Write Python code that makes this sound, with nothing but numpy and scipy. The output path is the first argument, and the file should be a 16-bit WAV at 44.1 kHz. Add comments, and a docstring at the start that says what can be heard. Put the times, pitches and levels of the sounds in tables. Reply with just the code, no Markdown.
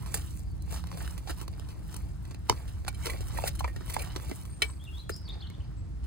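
"""Digging in garden soil

Hands and a steel trowel dig in loose soil close to a stereo microphone. Earth crumbles (clumped, filtered
clicks), roots snap (noise bursts, sinking thuds), hollow clods and pebbles knock (short ringing tones) and the
blade rings (damped modes). A songbird whistles (gliding sines with echoes) over air hush and far traffic
(filtered noise, drones)."""
import sys
import numpy as np
from scipy import signal
from scipy.fft import rfft, irfft, next_fast_len
from scipy.io import wavfile
from scipy.ndimage import uniform_filter1d

SR = 44100
rng = np.random.default_rng(int(sys.argv[2]) if len(sys.argv) > 2 else 0)


def ratio(d):
    """dB to gain"""
    e = np.asarray(d, float) / 20
    return 10 ** e


def unload_wav(signal):
    """Save mono or channel-first audio to the path in sys.argv[1] as 16-bit WAV at rate SR, clipped to [-1, 1]."""
    wavfile.write(
        sys.argv[1],
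        SR,
        np.round(np.clip(np.atleast_2d(signal).T, -1, 1) * 32767).astype(np.int16),
    )


N = 267246


def evened(x):
    """Scales to rms 1."""
    return x / np.sqrt(np.mean(x ** 2) + 1e-20)


def peaked(x, db):
    """Scales to a peak level."""
    return ratio(db) * x / np.max(abs(x))


def add(mix, s, sound):
    """Mixes a sound in at time s."""
    part = mix[max(round(s * SR), 0):][:len(sound)]
    part += sound[:len(part)]


def curves(rows):
    """Interpolates every column after t to one value a sample."""
    s, *values = np.transpose(rows)
    return [np.interp(np.arange(N) / SR, s, v) for v in values]


def coloured(x, points):
    """Minimum-phase filter from a spectrum, so clicks stay sharp; rms 1."""
    hz, db = np.transpose(points)
    bins_hz = np.fft.rfftfreq(16384, 1 / SR)
    bins_db = np.interp(np.log(bins_hz + 1), np.log(hz + 1), np.maximum(db, -100))
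    log_gain = np.log(ratio(bins_db))
    whole = np.concatenate([log_gain, log_gain[-2:0:-1]])
    taps = np.fft.ifft(np.exp(np.conj(signal.hilbert(whole)))).real[:8192]
    return evened(signal.oaconvolve(x, taps)[:len(x)])


def ring(x, hz, t60_s):
    """Two-pole resonance: one damped mode driven by x."""
    r = 1000 ** (-1 / (t60_s * SR))
    w = 2 * np.pi * hz / SR
    return signal.lfilter([np.sin(w)], [1, -2 * r * np.cos(w), r * r], x)


def band(x, low_hz, high_hz):
    """Band-pass."""
    return signal.sosfilt(signal.butter(2, [low_hz, high_hz], "bandpass", fs=SR, output="sos"), x)


def grains(per_s, spread_db, clump_db, clump_s):
    """Clicks of random sign, size and time; slow noise gathers their levels into clumps."""
    size = ratio(spread_db * np.minimum(rng.exponential(1, N), 4)) * rng.standard_normal(N)
    clumps = evened(uniform_filter1d(rng.standard_normal(N), max(int(clump_s * SR), 1)))
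    return size * (rng.random(N) < per_s / SR) * ratio(clump_db * clumps)


def echoed(x, start_s, t60_s):
    """Sparse echoes of random sign, dying away, drawn apart for each channel; tap energy 1."""
    t = np.arange(round(SR / 2)) / SR
    taps = rng.choice([-1., 1.], (2, len(t))) * (rng.random((2, len(t))) < 2500 / SR)
    taps = taps * ratio(-60 * t / t60_s) * (t > start_s)
    taps = taps / np.linalg.norm(taps, axis=1, keepdims=True)
    return signal.fftconvolve(x[None], taps, axes=1)[:, :N]


# phase lead of the left channel, as from a stereo widener: f/Hz, lead/rad
LEFT_LEAD = [(0, 0.1), (40, 0.8), (70, 0.8), (130, 1.4), (250, 1.8), (600, 1.9), (1000, 1.0), (1500, -.8),
             (1900, .3), (2600, -1.0), (3400, -3.0), (4300, -6.3), (5200, -8.6), (6000, -8.9), (6600, -7.2),
             (7200, -7.4), (7750, -6.3), (9550, -6.2), (10000, -5.2), (11200, -3.15), (13000, -3.12),
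             (13900, -.9), (14500, 0), (22050, 0)]


def delayed(x):
    """The sound in the right channel: a fixed phase shift that varies with frequency."""
    hz, lead_rad = np.transpose(LEFT_LEAD)
    size = next_fast_len(N + 4096)
    lag = np.interp(np.fft.rfftfreq(size, 1 / SR), hz, lead_rad)
    return irfft(rfft(x, size) * np.exp(-1j * lag), size)[:N]


def split(x):
    """Zero-phase split into the parts below and above 7200 Hz."""
    low = signal.sosfiltfilt(signal.butter(8, 7200, fs=SR, output="sos"), x)
    return low, x - low


# garden hush spectrum: f/Hz, relative level/dB per Hz
AIR_SPECTRUM = [(150, -37), (300, -3.5), (400, -16), (700, -14.5), (1500, -20.5), (2700, -28.5),
                (6000, -29), (9000, -34.5), (13000, -53), (22050, -47)]
AIR_DB = -58.5


def hush():
    """Soft air noise, independent left and right below the split, shared above it."""
    left, other = (coloured(v, AIR_SPECTRUM) for v in rng.standard_normal((2, N)))
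    right = split(other)[0] + split(delayed(left))[1]
    return ratio(AIR_DB) * np.array([left, right])


# far traffic over time: t/s, level/dB before balance, left-right likeness/0-1 of the deep part
RUMBLE_CURVE = [(0.0, -33, 1), (1.2, -37.5, 0), (2.0, -35, 0.8), (2.6, -37, 1), (3.5, -32, 0.53),
                (4.4, -36.5, 0.67), (4.75, -38.5, 1), (5.3, -38, 1), (6.06, -34, 1)]
# far traffic spectrum: f/Hz, relative level/dB per Hz
TRAFFIC_SPECTRUM = [(12, -46.5), (20, -29), (52, 1), (80, -3.5), (127, -8), (249, -24.5), (321, -22.5),
                    (420, -37.5), (550, -45), (920, -120)]
DRONE_DB, DRONE_HZ = -38.5, 65.1
PASSING_DB, PASSING_FAR_DB, PASSING_HZ, PASSING_S, PASSING_LENGTH_S = -46.5, -52.5, 166.6, 0.87, 0.3


def traffic():
    """Low noise, channels most alike below 130 Hz; two noise-driven drones, one swelling in passing."""
    level_db, same = curves(RUMBLE_CURVE)
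    a, b, c, d = rng.standard_normal((4, N))
    left, other = coloured(a, TRAFFIC_SPECTRUM), coloured(b, TRAFFIC_SPECTRUM)
    behind = delayed(left)
    lowpass = signal.butter(2, 130, fs=SR, output="sos")
    behind_deep, other_deep = (signal.sosfiltfilt(lowpass, v) for v in (behind, other))
    right = 0
    for shared, own, shift in ((behind_deep, other_deep, 0), (behind - behind_deep, other - other_deep, -.35)):
        like = np.clip(same + shift, -1, 1)
        right = right + like * shared + np.sqrt(1 - like ** 2) * own
    swell = np.exp(-((np.arange(N) / SR - PASSING_S) / PASSING_LENGTH_S) ** 2)
    passing = ratio(PASSING_FAR_DB) + ratio(PASSING_DB) * swell
    drones = ratio(DRONE_DB) * evened(ring(c, DRONE_HZ, 0.14)) + passing * evened(ring(d, PASSING_HZ, 0.18))
    rumble = ratio([[-.8], [.8]]) * ratio(level_db) * np.array([left, right])
    return rumble + np.array([drones, delayed(drones)])


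# sliding whistles: start t/s, length/s, first f/Hz, last f/Hz, level/dB before output gain
BIRD_GLIDES = [(.44, 0.059, 4750, 4740, -72), (.495, 0.039, 4600, 4520, -68),
               (.585, 0.075, 4120, 4040, -69.5), (4.085, 0.038, 2830, 3160, -57),
               (4.45, 0.035, 9000, 8750, -66), (4.492, 0.029, 8750, 8700, -58),
               (4.518, 0.04, 8740, 8600, -55.5), (4.545, 0.073, 8750, 8670, -63),
               (4.645, 0.033, 8600, 7800, -55), (4.672, 0.038, 8280, 7850, -52.5),
               (4.702, 0.024, 8650, 8750, -53), (4.795, 0.044, 3160, 3660, -58),
               (4.845, 0.021, 3890, 3200, -55.5), (4.866, 0.042, 2760, 2780, -50),
               (4.925, 0.044, 3280, 3440, -52.5), (4.968, 0.03, 3470, 4200, -51),
               (4.994, 0.016, 3960, 4090, -47.5), (5.02, 0.075, 3380, 3320, -64.5),
               (5.098, 0.032, 3560, 5240, -59), (5.116, 0.018, 5280, 4740, -44.5),
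               (5.131, 0.018, 4820, 5160, -43.5), (5.149, 0.014, 4900, 5200, -47),
               (5.157, 0.017, 5500, 5440, -50.5), (5.252, 0.02, 4620, 4470, -51),
               (5.275, 0.012, 4900, 3100, -47.5), (5.318, 0.025, 3520, 5250, -55),
               (5.435, 0.028, 3200, 2880, -56), (5.765, 0.052, 7740, 7830, -68)]
# up-and-down flicks: start t/s, length/s, base f/Hz, top f/Hz, level/dB before output gain
BIRD_FLICKS = [(5.288, 0.025, 3270, 3800, -44), (5.402, 0.018, 3280, 4470, -51.5),
               (5.42, 0.016, 3000, 3550, -47), (5.468, 0.01, 3260, 4370, -49.5),
               (5.535, 0.021, 2830, 3600, -57), (5.6, 0.02, 2500, 3100, -58.5)]
FLUTTER_DB, QUAVER = 2.5, 0.012  # rms; quaver as a share of pitch


def songbird():
    """Gliding sines, hoarse by random pitch and level, smeared by echoes from hedges and walls."""
    song = np.zeros(N)
    for notes, path in ((BIRD_GLIDES, lambda u: u), (BIRD_FLICKS, lambda u: np.sin(np.pi * u) ** 1.45)):
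        for s, length_s, from_hz, to_hz, db in notes:
            u = np.arange(0, length_s, 1 / SR) / length_s
            quaver, flutter = (evened(uniform_filter1d(v, 110)) for v in rng.standard_normal((2, len(u))))
            hz = (from_hz + (to_hz - from_hz) * path(u)) * (1 + QUAVER * quaver)
            level = ratio(db + FLUTTER_DB * flutter) * np.sin(np.pi * u) ** 0.7
            add(song, s, level * np.sin(2 * np.pi * np.cumsum(hz) / SR))
    return ratio([[6.5], [4.5]]) * song + ratio(1.0) * echoed(song, 0.007, 0.4)


# short ringing tones within the blows and snaps: t/s, level/dB before near gain, f/Hz, t60/s
SHORT_TONES = [(1.274, -36, 810, 0.017), (2.4965, -11.5, 946, 0.013), (2.4968, -16.5, 2200, 0.014),
               (2.4985, -11.5, 444, 0.02), (2.504, -21.5, 106, 0.056), (2.497, -23, 3020, 0.018),
               (2.4962, -14, 4950, 0.011), (2.4962, -19, 3650, .008), (2.5145, -32, 920, 0.016),
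               (2.5255, -21, 1000, 0.0079), (2.88, -25.5, 806, 0.015), (2.881, -32, 1415, 0.027),
               (3.048, -38, 2160, .02), (3.058, -33, 458, 0.039), (3.071, -30.5, 1420, 0.019),
               (3.074, -34.5, 433, 0.058), (3.09, -44, 1080, 0.094), (3.094, -35.5, 450, 0.033),
               (3.097, -36, 2030, 0.039), (3.116, -42, 477, 0.028), (3.122, -50, 1150, 0.046),
               (3.133, -44, 1990, 0.034), (3.373, -33.5, 1840, 0.035), (3.386, -26.5, 903, 0.027),
               (3.439, -24.5, 750, 0.011), (3.439, -33.5, 2650, 0.025), (3.467, -38, 1450, 0.044),
               (3.473, -36, 1967, 0.047), (3.476, -40, 570, 0.094), (3.591, -43, 2220, 0.023),
               (3.607, -24.5, 810, .03), (3.643, -31.5, 2344, 0.037), (3.643, -53, 4200, .03),
               (3.595, -50, 4120, 0.06), (5.503, -50.5, 2210, .04), (3.679, -45, 1854, 0.11),
               (3.761, -46.5, 1870, 0.035), (3.965, -28.5, 933, 0.029), (4.16, -29.5, 383, 0.026),
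               (4.301, -43, 330, 0.035), (4.314, -41.5, 2045, 0.051), (4.316, -30.5, 445, 0.029),
               (4.622, -26.5, 427, 0.068), (5.0947, -27.5, 1390, 0.018), (5.0945, -37, 1850, 0.011),
               (5.098, -28.5, 426, 0.028), (3.646, -29.5, 990, 0.027), (3.65, -40, 544, 0.03),
               (3.896, -44, 2030, 0.023), (4.003, -42, 2380, .03), (4.018, -39, 2520, 0.018),
               (3.681, -61, 2400, 0.13)]
TONE_RISE_S, TONE_ROUGH = .0012, .35  # roughness: rattle rms over tone peak


def short_tones():
    """Each row is one damped, gritty tone with a soft start."""
    out, t = np.zeros(N), np.arange(5000) / SR
    for s, db, hz, t60_s in SHORT_TONES:
        rattle = evened(band(rng.standard_normal(len(t)), hz * .8, hz * 1.25))
        tone = np.sin(2 * np.pi * hz * t) + TONE_ROUGH * rattle
        decay = ratio(db - 60 * t / max(t60_s, .004))
        add(out, s, decay * np.minimum(t / TONE_RISE_S, 1) * tone)
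    return out


THUD_CYCLES, THUD_SAG = 0.76, 0.16  # cycles to the envelope peak; share of pitch lost
PUSH_HZ, PUSH_S, PUSH_DB = 320, 0.0019, -11


def thud(t, hz):
    """A short clunk that sinks in pitch, with a low push of the ground that peaks at PUSH_S."""
    u, v = t * hz / THUD_CYCLES, t / PUSH_S
    sinking_hz = hz * (1 - THUD_SAG + THUD_SAG * np.exp(-u / 3))
    clunk = u * np.exp(1 - u) * np.sin(2 * np.pi * np.cumsum(sinking_hz) / SR)
    return clunk + ratio(PUSH_DB) * v * np.exp(1 - v) * np.sin(2 * np.pi * PUSH_HZ * t)


# roots and clods: t/s, thud level/dB before snap and near gains, thud f/Hz, sizzle over thud/dB, burst t60/s
ROOT_SNAPS = [(0.06, -38, 1032, 0, 0.17), (0.142, -25.5, 1692, 12, 0.054), (0.152, -39, 397, -7, 0.048),
              (0.172, -46, 310, 19, 0.047), (0.372, -54.5, 390, 18, 0.017), (0.393, -53, 380, 16.5, 0.022),
              (0.578, -61, 392, 8, .015), (0.622, -59.5, 297, 25, 0.02), (.709, -43, 894, -6, 0.017),
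              (0.728, -35, 1027, -27, 0.019), (0.742, -35.5, 1017, 0, 0.015), (0.761, -36, 1022, -4, 0.19),
              (0.795, -45, 1190, 2, .015), (0.839, -36, 823, -6, 0.019), (0.87, -40.5, 337, 6, 0.028),
              (0.915, -35.5, 1040, -5, 0.04), (0.926, -41, 1480, -8, .02), (0.974, -41.5, 1550, 3, 0.061),
              (1.076, -36.5, 1633, 3.5, 0.028), (1.096, -47, 1610, -4, .02), (1.108, -43.5, 338, 12, 0.024),
              (1.178, -40.5, 334, 7.5, 0.071), (1.273, -32.5, 861, -26, 0.17),
              (1.295, -35.5, 1387, 0, 0.098), (1.413, -35, 347, 1, 0.032), (1.479, -36, 1095, 3.5, 0.018),
              (1.596, -39, 511, 2, 0.016), (1.687, -43, 552, 1, 0.21), (1.942, -37, 413, 9, 0.019),
              (1.964, -37.5, 320, 12, 0.026), (2.252, -41.5, 288, -4, 0.026),
              (2.309, -38.5, 288, -11, 0.052), (2.345, -39.5, 288, -2, 0.02),
              (2.496, -11, 940, -6.5, 0.018), (2.513, -43, 1005, -16, 0.021),
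              (2.524, -29.5, 295, -33, 0.019), (2.49, -31, 990, -15, 0.014), (2.568, -50, 307, -15, 0.029),
              (2.678, -46, 301, 2, 0.13), (2.848, -39, 1560, -8, 0.022), (2.865, -39, 1044, -19, 0.025),
              (2.871, -37, 1474, -12, 0.022), (2.8795, -26, 1469, -13, 0.042), (2.928, -52, 1410, 9, 0.012),
              (3.0568, -25, 482, -2, 0.043), (3.067, -24, 398, -3, 0.052), (3.135, -37, 363, 0, 0.03),
              (3.206, -37, 483, -1, 0.075), (3.387, -26.5, 829, -40, 0.008),
              (3.438, -23.5, 640, -36, 0.043), (3.481, -43, 602, -10, 0.025), (3.605, -33, 891, -13, 0.031),
              (3.638, -45, 880, -14, .02), (3.643, -23, 877, -49, 0.04), (3.677, -33, 1210, -45, 0.044),
              (3.698, -44, 1200, -30, .02), (3.7611, -39, 485, 0.5, 0.075), (3.808, -35.5, 356, -42, 0.042),
              (3.965, -21.5, 916, -44, 0.023), (4.152, -40, 1500, -17, 0.024),
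              (4.161, -24.5, 366, -11, 0.05), (4.17, -41, 1473, 2, 0.017), (4.072, -36.5, 994, -20, 0.015),
              (4.198, -39.5, 1483, -6, .02), (4.247, -47.5, 1480, 10, .02), (4.295, -37.5, 316, -12, 0.06),
              (4.313, -31.5, 288.6, -14, 0.011), (4.453, -45.5, 1315, 6.5, 0.037),
              (4.621, -23, 416.5, 5, 0.036), (4.839, -50.5, 314, 11.5, 0.025), (4.981, -46, 342, -3, 0.017),
              (5.093, -38, 1053, 10, 0.065), (5.162, -45.5, 306, 14.5, 0.044), (5.288, -48, 388, 7, 0.017),
              (5.355, -42, 910, -22, 0.017), (5.5, -41, 370, 2, 0.016)]
SNAP_DB, LOOSE_DB = -2, 0.5
CRACK_SHARE, CRACK_DB = 0.28, 4  # crack over thud = CRACK_DB + share of the sizzle's dB
STRAIN_S, STRAIN_DB, BREAK_S = .012, -16.5, 0.0011


def snaps():
    """Fibres crackle faintly, then break: a thud in loose earth, a crack and a sizzle of grit."""
    out, t = np.zeros(N), np.arange(6000) / SR - STRAIN_S - BREAK_S
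    after = np.maximum(t, 0)
    strain = ratio(STRAIN_DB) * np.exp(3 * t / STRAIN_S) * (t < 0)
    build = strain + np.clip(1 + t / BREAK_S, 0, 1) ** 2
    for s, db, hz, sizzle_db, t60_s in ROOT_SNAPS:
        noise = rng.standard_normal(len(t))
        burst = noise * abs(noise) * ratio(-60 * after / max(t60_s, .003)) * build
        burst[np.argmax(t >= 0)] = 11.36  # main fibre
        loose_earth = peaked(band(burst, 410, 1830), LOOSE_DB)
        body = peaked(thud(after, hz) + loose_earth, db)
        crack = peaked(band(burst, 1400, 6140), db + CRACK_DB + CRACK_SHARE * sizzle_db)
        sizzle = peaked(band(burst, 4620, 12000), db + sizzle_db)
        add(out, s - STRAIN_S, body + crack + sizzle)
    return ratio(SNAP_DB) * out


# trowel modes: f/Hz, level/dB before brightness tilt, t60/s before damping
BLADE_MODES = [(418, -10, .085), (1420, -17, .05), (1866, -11, .07), (2285, -3, .19), (2455, -8, .06),
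               (2603, -5, .06), (2890, -12, .04), (3060, -2, .075), (3155, -15, .22), (3370, -13, .04),
               (4048, -4, .055), (4200, -5, .05), (4370, -12, .04), (4975, -10, .04), (5400, -13, .04),
               (6110, -18, .05), (6450, -15, .04), (7020, -16, .04), (7700, -22, .04), (8375, -14, .045),
               (8700, -17, .04), (9430, -15, .035), (10350, -14, .045), (10950, -22, .03)]


def blade(x, bright_db, damping):
    """Modes of the steel, neighbours in opposite phase, tilted by bright_db per octave about 2285 Hz."""
    out = 0
    for k, (hz, db, t60_s) in enumerate(BLADE_MODES):
        out = out + (-1) ** k * ratio(db + bright_db * np.log2(hz / 2285)) * ring(x, hz, t60_s * damping)
    return out


# blade on stones: t/s, level/dB before near gain, brightness/dB per octave,
# t60 factor of clinging soil, grit level/dB before near gain
STONE_KNOCKS = [(2.8798, -27.5, 9.5, 0.63, -28.5), (2.9458, -41, 8.5, 0.45, -53),
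                (3.053, -42, 7, 0.79, -43), (3.0977, -32.5, 4, 0.59, -29.5), (3.375, -41, 15, 0.31, -30),
                (3.473, -28, 24, 0.27, -21.5), (3.4832, -51, 24, 0.49, -29), (3.5509, -41.5, 17, 1, -39.5),
                (3.5916, -36, 11, 1, -35), (3.6433, -38, -6.5, 0.41, -66), (3.675, -56, -4, 0.72, -45),
                (3.896, -47, -6, 1, -31.5), (3.9383, -34, 13, 0.94, -28), (3.9906, -36, 8, 1, -36),
                (4.041, -49, 14, 0.45, -45), (4.02, -41, 6, 0.41, -41), (4.62, -12.5, 1, 0.53, -31)]
CONTACT_S, GRIT_RISE_S = 0.0087, 0.0062
PRESS_S, PRESS_FADE_S, PRESS_DB = .014, 0.0034, -6


def knocks():
    """A blow rings the blade while grit crunches; then the soil closes on the blade and mutes it."""
    out, t = np.zeros(N), np.arange(8000) / SR
    muted = ratio(PRESS_DB * np.clip((t - PRESS_S) / PRESS_FADE_S, 0, 1))
    for s, db, bright_db, damping, grit_db in STONE_KNOCKS:
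        noise = rng.standard_normal(len(t))
        grit = noise * abs(noise) * np.exp(-(t / CONTACT_S) ** 2) * np.minimum(t / GRIT_RISE_S, 1)
        blow = (t == 0) + .035 * grit
        add(out, s, peaked(muted * blade(blow, bright_db, max(damping, .1)), db))
        add(out, s, peaked(band(grit, 1200, 14000), grit_db))
    return out


# strokes through the soil: peak t/s, swell/s, decay/s (at least 0.02 is used),
# crumbling level/dB before near gain, rubbing over crumbling/dB
SOIL_STROKES = [(0.0, .05, 0.56, -64, 8), (0.16, 0.11, 0.18, -49, -3.5), (.28, 0.8, 0.36, -57, -50),
                (0.738, 0.091, 0.086, -46, -1.5), (.86, 0.038, 0.15, -77, 16),
                (1.018, 0.26, 0.36, -53, 1.5), (1.303, 0.046, 0.042, -45, 2.5),
                (1.43, 0.15, 0.028, -52.5, 1), (1.6, 0.4, 1, -67, 7.5), (1.929, 0.21, 0.29, -57.5, 0),
                (2.3, 0.59, 0.41, -71, 7), (2.51, 0.1, 0.63, -57.5, 2), (3.061, 0.14, 0.29, -48.5, 1),
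                (3.26, 0.082, 1, -60, -7), (3.38, 0.22, 0.13, -52.5, 4), (3.42, 0.035, 0.11, -57.5, 5),
                (3.474, 0.1, 0.015, -40, -7), (3.66, 0.94, 0.14, -61, 1), (3.9, 0.069, 0.28, -50.5, -9),
                (4.0, 0.36, 0.38, -55, 7.5), (4.17, 0.056, 0.037, -75, 10),
                (4.22, 0.035, 0.67, -57.5, -0.5), (4.38, 0.7, 0.19, -57, -8),
                (4.634, 0.051, 0.15, -52.5, 2.5), (4.97, 0.26, 0.16, -62.5, -3.5),
                (5.105, 0.014, 0.22, -61, -13), (5.35, 0.35, 0.38, -76.5, 18.5), (5.6, 0.35, 0.6, -79, 15),
                (6.04, 0.034, 0.19, -67, 7)]
# between strokes: crumbling and rubbing level/dB before near gain
REST_LEVELS_DB = [-81.5, -77]
STROKE_DROP_DB = 24  # gained over the swell, lost over the decay


def strokes():
    """Crumbling and rubbing gains: strokes swell and die away in dB, summed in power over a floor."""
    s, rise_s, fall_s, db, rub_db = np.transpose(SOIL_STROKES)[:, :, None]
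    late_s = np.arange(0, N + 64, 64) / SR - s
    away = np.where(late_s < 0, -late_s / np.maximum(rise_s, .005), late_s / np.maximum(fall_s, .02))
    shape_db = db - STROKE_DROP_DB * away
    gains = []
    for over_db, rest_db in zip((0, rub_db), REST_LEVELS_DB):
        power = (ratio(shape_db + over_db) ** 2).sum(0) + ratio(rest_db) ** 2
        gains.append(np.repeat(np.sqrt(power), 64)[:N])
    return gains


# spectra of crumbling and of rubbing: f/Hz, relative level/dB per Hz
CRUMB_SPECTRUM = [(300, -21), (600, -5.5), (1000, -6.5), (1700, -15.5), (3000, -9), (4900, -9.5),
                  (6000, -8), (9500, -4), (13500, -10), (16000, -14), (22050, -30)]
RUB_SPECTRUM = [(150, -54.5), (300, 11.5), (500, 9), (1000, 5.5), (2000, -1), (3500, -4.5), (5000, -2),
                (9000, -36)]
# bands of crumbs and of rubbing clods, large to small: low f/Hz, high f/Hz
CRUMB_BANDS = [(300, 600), (600, 1000), (1000, 1600), (1600, 2500), (2500, 3800), (3800, 5600),
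               (5600, 8500), (8500, 18000)]
CLOD_BANDS = [(150, 450), (450, 750), (750, 1200), (1200, 2200), (2200, 9000)]
# drag along the blade: t/s, scraping over crumbling level/dB
TROWEL_DRAG = [(0, -20), (2.6, -20), (3.05, -3), (3.3, -8), (3.45, -20), (3.7, -6), (4.0, -8), (4.35, -10),
               (5.0, -20), (6.06, -20)]


def soil():
    """Crumbs of each size trickle in their own clumps, skin and clods rub, grit drags along the blade."""
    crumb_gain, rub_gain = strokes()
    fine = grains(5000, 0.93, 1.3, 0.0047)
    sized = sum(band(grains(2500, 3.0, 4, .012), *edges) for edges in CRUMB_BANDS)
    crack = rng.standard_normal(90) * np.exp(-np.arange(90) / 25)
    lone = signal.oaconvolve(grains(200, 3.5, 3, .03), crack)[:N]
    crumbs = coloured(0.68 * evened(fine) + evened(sized) + 0.35 * evened(lone), CRUMB_SPECTRUM)
    clods = sum(band(grains(2500, 2.6, 3.2, 0.015), *edges) for edges in CLOD_BANDS)
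    rubbing = coloured(clods, RUB_SPECTRUM)
    scraping = ratio(curves(TROWEL_DRAG)[0]) * evened(blade(grains(4000, 3.2, 4., .02), 2.5, .15))
    return crumb_gain * (crumbs + scraping) + rub_gain * rubbing


# where the hands work: t/s, left minus right level/dB
HAND_PLACE = [(0.14, -3.5), (0.55, 1), (0.76, -2), (1.27, -1.5), (1.96, 1.5), (2.5, -1.5), (2.88, -2),
              (3.45, -1.5), (3.64, -0.5), (3.96, -2), (4.16, -3), (4.31, -1.5), (4.62, 0.5), (5.1, 2),
              (6.06, -4)]
NEAR_DB, BOUNCE_DB, SETTLING_DB = 5.5, -7.0, -14.0


def scene():
    """Near sounds, phase-shifted between channels, echo off ground, stone and garden walls."""
    near = soil() + snaps() + knocks() + short_tones()
    direct = np.array([near, delayed(near)])
    # three sets of echoes fade in and out in turn, so no fixed colour builds up
    turns = np.arange(N) / SR * 7.3
    bounces = sum(echoed(near * np.cos(np.pi * (turns + k / 3)), 0.0004, 0.009) for k in range(3))
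    settling = echoed(near, 0.0086, 0.07)
    echoes = split(ratio(BOUNCE_DB) * bounces + ratio(SETTLING_DB) * settling)[0]
    pan_db = curves(HAND_PLACE)[0]
    placed = (direct + echoes) * ratio([pan_db / 2, -pan_db / 2])
    return ratio(NEAR_DB) * placed + songbird() + traffic() + hush()


def top_cut(x):
    """Nothing passes above the cut-off."""
    return signal.sosfilt(signal.butter(12, 16640, fs=SR, output="sos"), x)


# microphone treble colour and band edge: f/Hz, gain/dB
MIC_RESPONSE = [(0, -2.5), (7000, -3.5), (9000, -3.5), (12000, 2.5), (14000, 1.5), (15800, -1),
                (16600, -38), (17200, -82), (22050, -90)]


def record(dry):
    """Microphone response: 44 Hz bass cut, then a linear-phase treble colour."""
    hz, db = np.transpose(MIC_RESPONSE)
    grid_hz = np.linspace(0, SR / 2, 513)
    colour = signal.firwin2(511, grid_hz, ratio(np.interp(grid_hz, hz, db)), fs=SR)
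    cut = signal.sosfilt(signal.butter(4, 44, "highpass", fs=SR, output="sos"), dry)
    return top_cut(signal.oaconvolve(cut, colour[None], "same"))


dry = scene()
out = record(dry)
unload_wav(out)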